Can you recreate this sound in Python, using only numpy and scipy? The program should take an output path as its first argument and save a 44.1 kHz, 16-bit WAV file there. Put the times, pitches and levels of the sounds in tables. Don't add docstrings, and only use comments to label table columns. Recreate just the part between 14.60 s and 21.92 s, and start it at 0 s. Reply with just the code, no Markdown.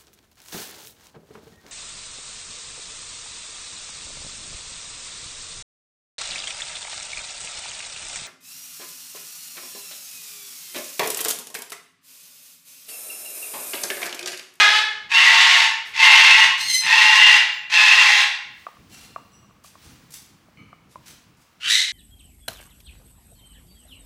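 import sys
import numpy as np
from scipy import signal
from scipy.fft import rfft, irfft
from scipy.io import wavfile
from scipy.ndimage import uniform_filter1d, minimum_filter1d

SR = 44100
rng = np.random.default_rng(int(sys.argv[2]) if len(sys.argv) > 2 else 0)


def to_wav(s):
    ch = np.atleast_2d(s).T
    pcm = np.round(np.clip(ch, -1, 1) * 32767)
    wavfile.write(sys.argv[1], SR, pcm.astype(np.int16))


def attenuation_scalar(level_db):
    decades = np.asarray(level_db, float) / 20
    return 10 ** decades


N = 322812
LEAD = 10000


def evened(x):
    return x / np.sqrt(np.mean(x ** 2) + 1e-20)


def read(points, hz):
    f, value = np.transpose(points)
    return np.interp(np.log(hz + 1), np.log(f + 1), value)


def coloured(x, points, tilt_db=0):
    hz = np.fft.rfftfreq(len(x), 1 / SR)
    gain_db = read(points, hz) + tilt_db * np.log2(hz / 4000 + 0.00045)
    return evened(irfft(rfft(x) * attenuation_scalar(gain_db), len(x)))


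def add(mix, s, sound):
    part = mix[round(s * SR) + LEAD:][:len(sound)]
    part += sound[:len(part)]


def wander(size, smooth_s):
    span = max(int(smooth_s * SR), 1)
    noise = rng.standard_normal(size)
    return evened(uniform_filter1d(uniform_filter1d(noise, span), span))


def resonate(x, hz, width):
    turn = np.exp(2j * np.pi * np.cumsum(hz * np.ones(len(x))) / SR)
    r = np.exp(-np.pi * width / SR)
    return 2 * (turn * signal.lfilter([1 - r], [1, -r], x / turn)).real


def pulses(turns, hz):
    return sum(np.cos(2 * np.pi * k * turns) for k in range(1, int(16000 / hz.max()) + 1))


# (t/s, length/s, effort level/dB, sag/dB per s, rise/s)
SQUAWKS = [
    (.488, .6, -9, -7, .085),
    (1.331, .56, -7, -7.5, 0.12),
    (2.2, 0.59, -10.5, 1.5, 0.12),
    (3.089, .56, -11, 0.5, 0.062),
]
# (lower shut f/Hz, lower open f/Hz, upper shut f/Hz, upper open f/Hz)
THROATS = [(1860, 1990, 2700, 2730), (1920, 2000, 2650, 2740), (1850, 1930, 2590, 2770),
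           (1798, 1920, 2560, 2680)]
# (left level/dB, right level/dB, flare t/s after start, flare level/dB)
TONES = [(-17.5, -22, .1, 4), (-17, -20.5, .44, 3), (-19, -21, .43, 9.5), (-21.5, -21.5, 0.096, 4)]
# (left start f/Hz, left end f/Hz, right start f/Hz, right end f/Hz, band jump f/Hz)
SIDES = [(913.6, 892, 1095, 1085, 180), (895.4, 880, 1070, 1080, 140), (894, 840, 1030, 1060, 35),
         (858, 835, 1035, 1060, 83)]
# (f/Hz, level/dB per Hz)
SQUAWK_COLOUR = [(200, -54.5), (400, -41.5), (590, -33.5), (700, -22.5), (880, -13), (1100, -17.5),
                 (1300, -13), (1680, -8.5), (2000, -5), (2800, -5.5), (3100, -7.5), (3700, -7), (6500, -19),
                 (15500, -47)]


def squawk(row, throat, tone, sides):
    s, length, level_db, sag_db, rise = row
    left_tone_db, right_tone_db, flare_s, flare_db = tone
    left_from, left_to, right_from, right_to, jump_hz = sides
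    t = np.arange(0, length, 1 / SR)
    size = len(t)

    onset_db = -25.5 * np.maximum(1 - t / rise, 0) ** 2
    release_db = -14 * np.maximum(1 - (length - t) / 0.04, 0)
    effort_db = level_db + sag_db * t + onset_db + release_db
    beak = 1 - (1 - t / length / 0.7) ** 2
    low_hz, high_hz = (shut + (wide - shut) * beak for shut, wide in np.reshape(throat, (2, 2)))
    flare = np.exp(-((t - flare_s) / 0.036) ** 2)
    rough = np.clip(0.66 - 0.18 * flare + 0.08 * wander(size, 0.023), 0, 1)

    left_hz = np.linspace(left_from, left_to, size)
    right_hz = np.linspace(right_from, right_to, size)
    left = np.cumsum(left_hz * (1 + 0.016 * wander(size, 0.004))) / SR
    right = np.cumsum(right_hz * (1 + 0.02997 * wander(size, 0.004))) / SR
    chop = 0.57 + np.cos(2 * np.pi * right) + 0.5 * np.cos(4 * np.pi * right)
    voiced = (1 + pulses(left, left_hz)) * chop
    puffs = 0.24 + np.exp(-(left % 1) / 0.5)
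    air = puffs * attenuation_scalar(1.1 * wander(size, 0.0047)) * rng.standard_normal(size)
    drive = coloured((1 - rough) * evened(voiced) + rough * evened(air), SQUAWK_COLOUR)

    holding = np.minimum(np.arange(size)[::-1] / (0.07 * SR), 1)
    low, high = (holding * attenuation_scalar(flare_db * flare + 3.5 * wander(size, 0.013)) for _ in range(2))
    low_jumps, high_jumps = (jump_hz * np.round(0.85 * wander(size, 0.022)) for _ in range(2))
    low_band = 2.35 * low * resonate(drive, low_hz + low_jumps, 60)
    high_band = 2.4 * high * resonate(drive, high_hz + high_jumps, 64)
    drive = drive + low_band + high_band

    left_gain = 1.35 * attenuation_scalar(left_tone_db + 4 * wander(size, 0.018))
    right_gain = 1.56 * attenuation_scalar(right_tone_db + 4 * wander(size, 0.018))
    tones = holding * (left_gain * np.sin(2 * np.pi * left) + right_gain * np.sin(2 * np.pi * right))
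    flutter = attenuation_scalar(2.2 * wander(size, 0.005))
    return s, attenuation_scalar(effort_db) * (evened(drive) + tones) * flutter * signal.windows.tukey(size, 0.05)


def columns(rows):
    s, *values = np.transpose(rows)
    t = np.arange(s[0], s[-1], 1 / SR)
    return s[0], [np.interp(t, s, v) for v in values]


# (t/s, effort level/dB, pitch f/Hz)
CROAK = [(-.2, -5, 402), (0, -8.5, 412.1), (.07, -15, 420.7), (.185, -16.5, 430.2), (.205, -25.5, 435)]
SQUEAL = [(1.97, -36, 2030), (2.0, -21.5, 2062), (2.06, -24, 2161), (2.1, -17, 2098), (2.135, -18, 2080),
          (2.15, -12.5, 2028), (2.17, -22.5, 2062), (2.21, -35.5, 2050)]
SCREECH_ONSET = [(6.999, -41, 1435), (7.05, -20.5, 1520), (7.115, -24, 1470)]
SCREECH = [(7.07, -26.5, 1947), (7.115, -13.5, 1967), (7.18, -20, 2040), (7.235, -26, 2091)]
# (f/Hz, level/dB per Hz)
CROAK_COLOUR = [(250, -35.5), (420, -26.5), (840, -7.5), (1270, -5.5), (1700, 2), (2100, -1.5),
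                (2450, -2.5), (2800, -4), (3400, -2), (5800, -14.5), (15500, -43.5)]
SQUEAL_COLOUR = [(700, -56.5), (1100, -39), (2050, -9), (3100, -8), (4150, -2), (6200, -8), (8200, -12.5),
                 (10500, -19.5), (15500, -27.5)]
SCREECH_ONSET_COLOUR = [(350, -70), (600, -46), (716, -46), (1360, -15), (2190, -12), (3030, -5), (3610, -14.5),
                        (9760, -31), (15500, -52)]
SCREECH_COLOUR = [(350, -85), (600, -57), (1230, -32), (1990, -6.5), (2750, -13.5), (3820, -1.5),
                  (4810, -13), (5440, -13), (7430, -15.5), (10300, -24), (12500, -32.5), (14300, -32),
                  (15500, -38)]
CROAK_VOICE = (0.55, .25, .3, 0.11, .016, .1)
SQUEAL_VOICE = (.68, -.05, .05, .55, .011, -0.06)
SCREECH_ONSET_VOICE = (.65, 0.6, .45, .22, .035, 0.085)
SCREECH_VOICE = (.57, .63, .5, 0.76, .036, .45)


def call(rows, colour, voice):
    s, (effort_db, hz) = columns(rows)
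    size = len(hz)
    rough_from, rough_to, doubling_from, doubling_to, jitter, throb_depth = voice
    rough = np.clip(np.linspace(rough_from, rough_to, size), 0.1, 1)
    doubling = np.clip(np.linspace(doubling_from, doubling_to, size), 0.1, 1)
    turns = np.cumsum(hz * (1 + jitter * wander(size, 0.005))) / SR
    voiced = pulses(turns, hz) * (1 + doubling * np.cos(np.pi * turns))
    air = (0.39 + np.exp(-(turns % 1) / 0.41)) * rng.standard_normal(size)
    drive = coloured((1 - rough) * evened(voiced) + rough * evened(air), colour)
    throb_hz = 93.14 * (1 + 0.15 * wander(size, 0.02))
    throb = 1 + throb_depth * np.cos(2 * np.pi * np.cumsum(throb_hz) / SR)
    flutter = attenuation_scalar(2.06 * wander(size, 0.0045))
    return s, attenuation_scalar(effort_db) * drive * throb * flutter * signal.windows.tukey(size, 0.06)


# (t/s, peak level/dB, ring f/Hz, t60/s)
KNOCKS = [(4.067, -20, 1170, 0.025), (4.085, -33.5, 906, 0.019), (4.169, -40, 1160, 0.033),
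          (4.244, -54, 676, 0.023), (4.561, -18.5, 1148, 0.024), (4.828, -48, 1150, 0.033),
          (4.845, -47, 1155, 0.03), (4.896, -50.5, 1160, 0.033), (4.909, -45, 1150, 0.026),
          (4.966, -48, 1130, 0.025), (4.582, -39.5, 927, 0.043), (4.6, -44, 1140, 0.027),
          (5.045, -37, 1160, 0.022), (5.154, -36.5, 1090, 0.02), (5.196, -58, 1100, 0.018),
          (5.885, -43, 641, 0.018), (6.129, -31.5, 1200, 0.018), (6.357, -28, 1020, 0.03),
          (6.798, -53.5, 1180, 0.025), (7.129, -39, 1000, 0.015), (7.203, -45, 910, 0.09),
          (7.288, -49, 900, 0.022)]


def knock(s, peak_db, hz, t60):
    t = np.arange(3000) / SR
    wall = attenuation_scalar(-60 * t / t60) * np.sin(2 * np.pi * hz * t)
    hollow = 0.42 * attenuation_scalar(-60 * t / 0.023) * np.sin(2 * np.pi * 0.6 * hz * t)
    tick = 0.29 * attenuation_scalar(-60 * t / 0.0059) * np.sin(2 * np.pi * 2.1 * hz * t)
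    return s, -attenuation_scalar(peak_db) * (wall + hollow + tick) * np.minimum(t / 0.0009, 1)


# (t/s, level/dB, rise/s, hold/s, brightness/dB per octave)
SHAKES = [(1.248, -47.5, 0.016, .05, -1.5), (4.275, -48.5, 0.063, 0.109, -0.5),
          (5.036, -47, 0.0042, .03, 1.5), (5.219, -53, 0.0068, 0.088, -0.5), (5.505, -42, 0.0049, .06, 3.5),
          (6.288, -55, 0.012, 0.03, 1), (6.454, -43, 0.0068, 0.042, 0), (6.764, -58.5, 0.012, 0.049, 2.5)]
# (f/Hz, level/dB per Hz)
SHAKE_COLOUR = [(240, -46.5), (400, -7), (527, -18.5), (784, -1.5), (1000, -10), (1400, -5), (5910, -2.5),
                (11900, -8.5), (15500, -13.5)]


def shake(s, level_db, rise, hold, tilt_db):
    t = np.arange(int((rise + hold + 0.11) * SR)) / SR
    shape = np.minimum(t / rise, 1) * attenuation_scalar(-60 * np.maximum(t - rise - hold, 0) / 0.1)
    flutter = attenuation_scalar(3.8 * wander(len(t), 0.006))
    rustle = coloured(rng.standard_normal(len(t)), SHAKE_COLOUR, tilt_db)
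    return s, attenuation_scalar(level_db) * shape * flutter * rustle


# (t/s, level/dB, rattle length/s, which set of modes)
JINGLES = [(4.32, -54, 0.19, 0), (4.72, -58.5, 0.094, 1), (4.961, -73, .05, 2), (5.972, -49, 0.065, 2),
           (2.93, -36, 0.069, 3)]
# (f/Hz, width/Hz, level/dB)
METALS = [
    [(2760, 110, 0), (4200, 170, 0), (5900, 220, -7), (7650, 260, -3), (9850, 220, -9), (12200, 280, -11)],
    [(2830, 90, -4), (5850, 220, 1), (7770, 200, -2), (9940, 130, -10)],
    [(1240, 220, -8), (2240, 200, 0), (2960, 150, -7), (4270, 140, -13), (6150, 120, -20)],
    [(2400, 90, 0), (7200, 200, -14), (12000, 250, -22)],
]


def jingle(s, level_db, length, metal):
    t = np.arange(int(0.6 * SR)) / SR
    taps = rng.standard_normal(len(t)) * (rng.random(len(t)) < 1500 / SR)
    taps = taps + 2.0 * (t == 0)
    ring = np.zeros(len(t))
    for hz, width, db in METALS[round(metal)]:
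        mode = evened(resonate(resonate(taps, hz, width), hz, width))
        ring += attenuation_scalar(db) * mode * np.exp(-t / length * (hz / 3000) ** 0.41)
    return s, attenuation_scalar(level_db) * ring


# (f/Hz, t60/s)
ROOM = [(300, 1), (900, 0.62), (1600, 0.69), (3500, 0.64), (9000, 0.45), (15000, 0.35)]


def room(x):
    out = np.zeros(len(x))
    for k in range(3):
        taps = np.zeros(SR)
        at = np.arange(300, SR - 20, 20)
        taps[at + rng.integers(0, 20, len(at))] = rng.choice([-1., 1.], len(at))
        hz, t, z = signal.stft(taps, SR, nperseg=256)
        decay = attenuation_scalar(-60 * t / read(ROOM, hz)[:, None])
        tail = signal.istft(z * decay, SR, nperseg=256)[1]
        share = np.sqrt(2 / 3) * np.cos(2 * np.pi * (0.15 * np.arange(len(x)) / SR + k / 6))
        out += signal.fftconvolve(x * share, tail / np.linalg.norm(tail))[:len(x)]
    return out


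def surges(rows, base_db):
    t = np.arange(0, N / SR + 0.01, 0.002)
    power = attenuation_scalar(2 * base_db)
    for s, db, rise, fall in rows:
        swell_db = db - 12.5 * np.maximum(s - t, 0) / rise - fall * np.maximum(t - s, 0)
        power = power + attenuation_scalar(2 * swell_db)
    return np.interp(np.arange(N) / SR, t, np.sqrt(power))


# (peak t/s, level/dB, rise/s, fall/dB per s)
THUDS = [(0.001, -46, .003, 900), (.51, -56, 0.12, 30), (1.45, -63, 0.39, 120), (1.85, -52, 0.068, 100),
         (2.02, -55, 0.048, 16), (3.16, -61.5, 0.1, 20), (3.89, -60.5, .1, 43), (4.2, -54, .08, 7),
         (5.27, -50.5, .04, 30), (5.71, -60, .1, 60), (5.99, -47.5, 0.025, 112), (6.15, -60, 0.054, 18),
         (6.38, -59, .04, 100), (6.5, -57, 0.036, 60), (6.67, -60.5, .08, 14)]
# (peak t/s, level/dB, rise/s, fall/dB per s)
STIRS = [(4.0, -55.5, .1, 30), (4.4, -56.5, 0.26, 23.5), (5.22, -54, .1, 19), (6.47, -56, .1, 48.5),
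         (6.85, -65.5, .15, 5)]
# (f/Hz, level/dB per Hz)
RUMBLE_COLOUR = [(12, -54.5), (20, -23), (65, -4), (135, -2), (206, -2.5), (248, -6), (316, -8), (403, -18),
                 (500, -14), (650, -40.5), (1100, -120)]
STIR_COLOUR = [(500, -12), (1200, 0), (2500, 0), (5000, -2), (9000, -9.5), (13000, -13), (15400, -3)]
HISS_COLOUR = [(200, -30), (330, -10), (600, -7), (1150, -3), (1600, -9), (2900, -11), (3500, -17),
               (6400, -22), (15500, -30)]


def house():
    rumble = coloured(rng.standard_normal(N), RUMBLE_COLOUR) * surges(THUDS, base_db=-73.5)
    rumble = rumble * attenuation_scalar(2.2 * wander(N, 0.03))
    stir = coloured(rng.standard_normal(N), STIR_COLOUR) * surges(STIRS, base_db=-73)
    hiss = attenuation_scalar(-64) * coloured(rng.standard_normal(N), HISS_COLOUR)
    return rumble + stir + hiss


def limited(x):
    gain = minimum_filter1d(1 / np.maximum(abs(x), 0.97), size=301)
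    return x * uniform_filter1d(uniform_filter1d(gain, size=150), size=150) * 1.031


# (f/Hz, level/dB)
MARGIN = [(2400, 90), (3000, 24), (4500, 14), (7000, 8.5), (11000, 7), (13000, 4), (15000, 2.5)]


def masked(x):
    hz, t, z = signal.stft(x, SR, nperseg=2048, noverlap=1024)
    power = uniform_filter1d(abs(z[:, :1024]) ** 2, size=2, axis=2)
    band = power.reshape(1, 128, 8, -1).mean(2)
    around = uniform_filter1d(band, size=11, axis=1)
    waver_db = 7.5 * uniform_filter1d(rng.standard_normal(band.shape), size=4, axis=2)
    hidden = band < around * attenuation_scalar(2 * (waver_db - read(MARGIN, hz[4:1024:8])[:, None]))
    z[:, :1024] *= np.repeat(np.where(hidden, 0.03, 1), 8, axis=1)
    return signal.istft(z, SR, nperseg=2048, noverlap=1024)[1][:, :N]


def scene():
    far, near = np.zeros(N + LEAD), np.zeros(N + LEAD)
    for row, throat, tone, sides in zip(SQUAWKS, THROATS, TONES, SIDES):
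        add(far, *squawk(row, throat, tone, sides))
    add(far, *call(CROAK, CROAK_COLOUR, CROAK_VOICE))
    add(far, *call(SQUEAL, SQUEAL_COLOUR, SQUEAL_VOICE))
    add(far, *call(SCREECH_ONSET, SCREECH_ONSET_COLOUR, SCREECH_ONSET_VOICE))
    add(far, *call(SCREECH, SCREECH_COLOUR, SCREECH_VOICE))
    for row in KNOCKS:
        add(near, *knock(*row))
    for row in SHAKES:
        add(far, *shake(*row))
    for row in JINGLES:
        add(far, *jingle(*row))
    direct = attenuation_scalar(-5) * far + near
    reverb = room(attenuation_scalar(-5) * far + attenuation_scalar(-15) * near)
    return ((direct + reverb)[LEAD:] + house())[None]


def top_cut(x):
    return signal.sosfilt(signal.butter(12, 15670, fs=SR, output="sos"), x)


def record(dry):
    mix = masked(limited(dry))
    return top_cut(mix)


dry = scene()
out = record(dry)
to_wav(out)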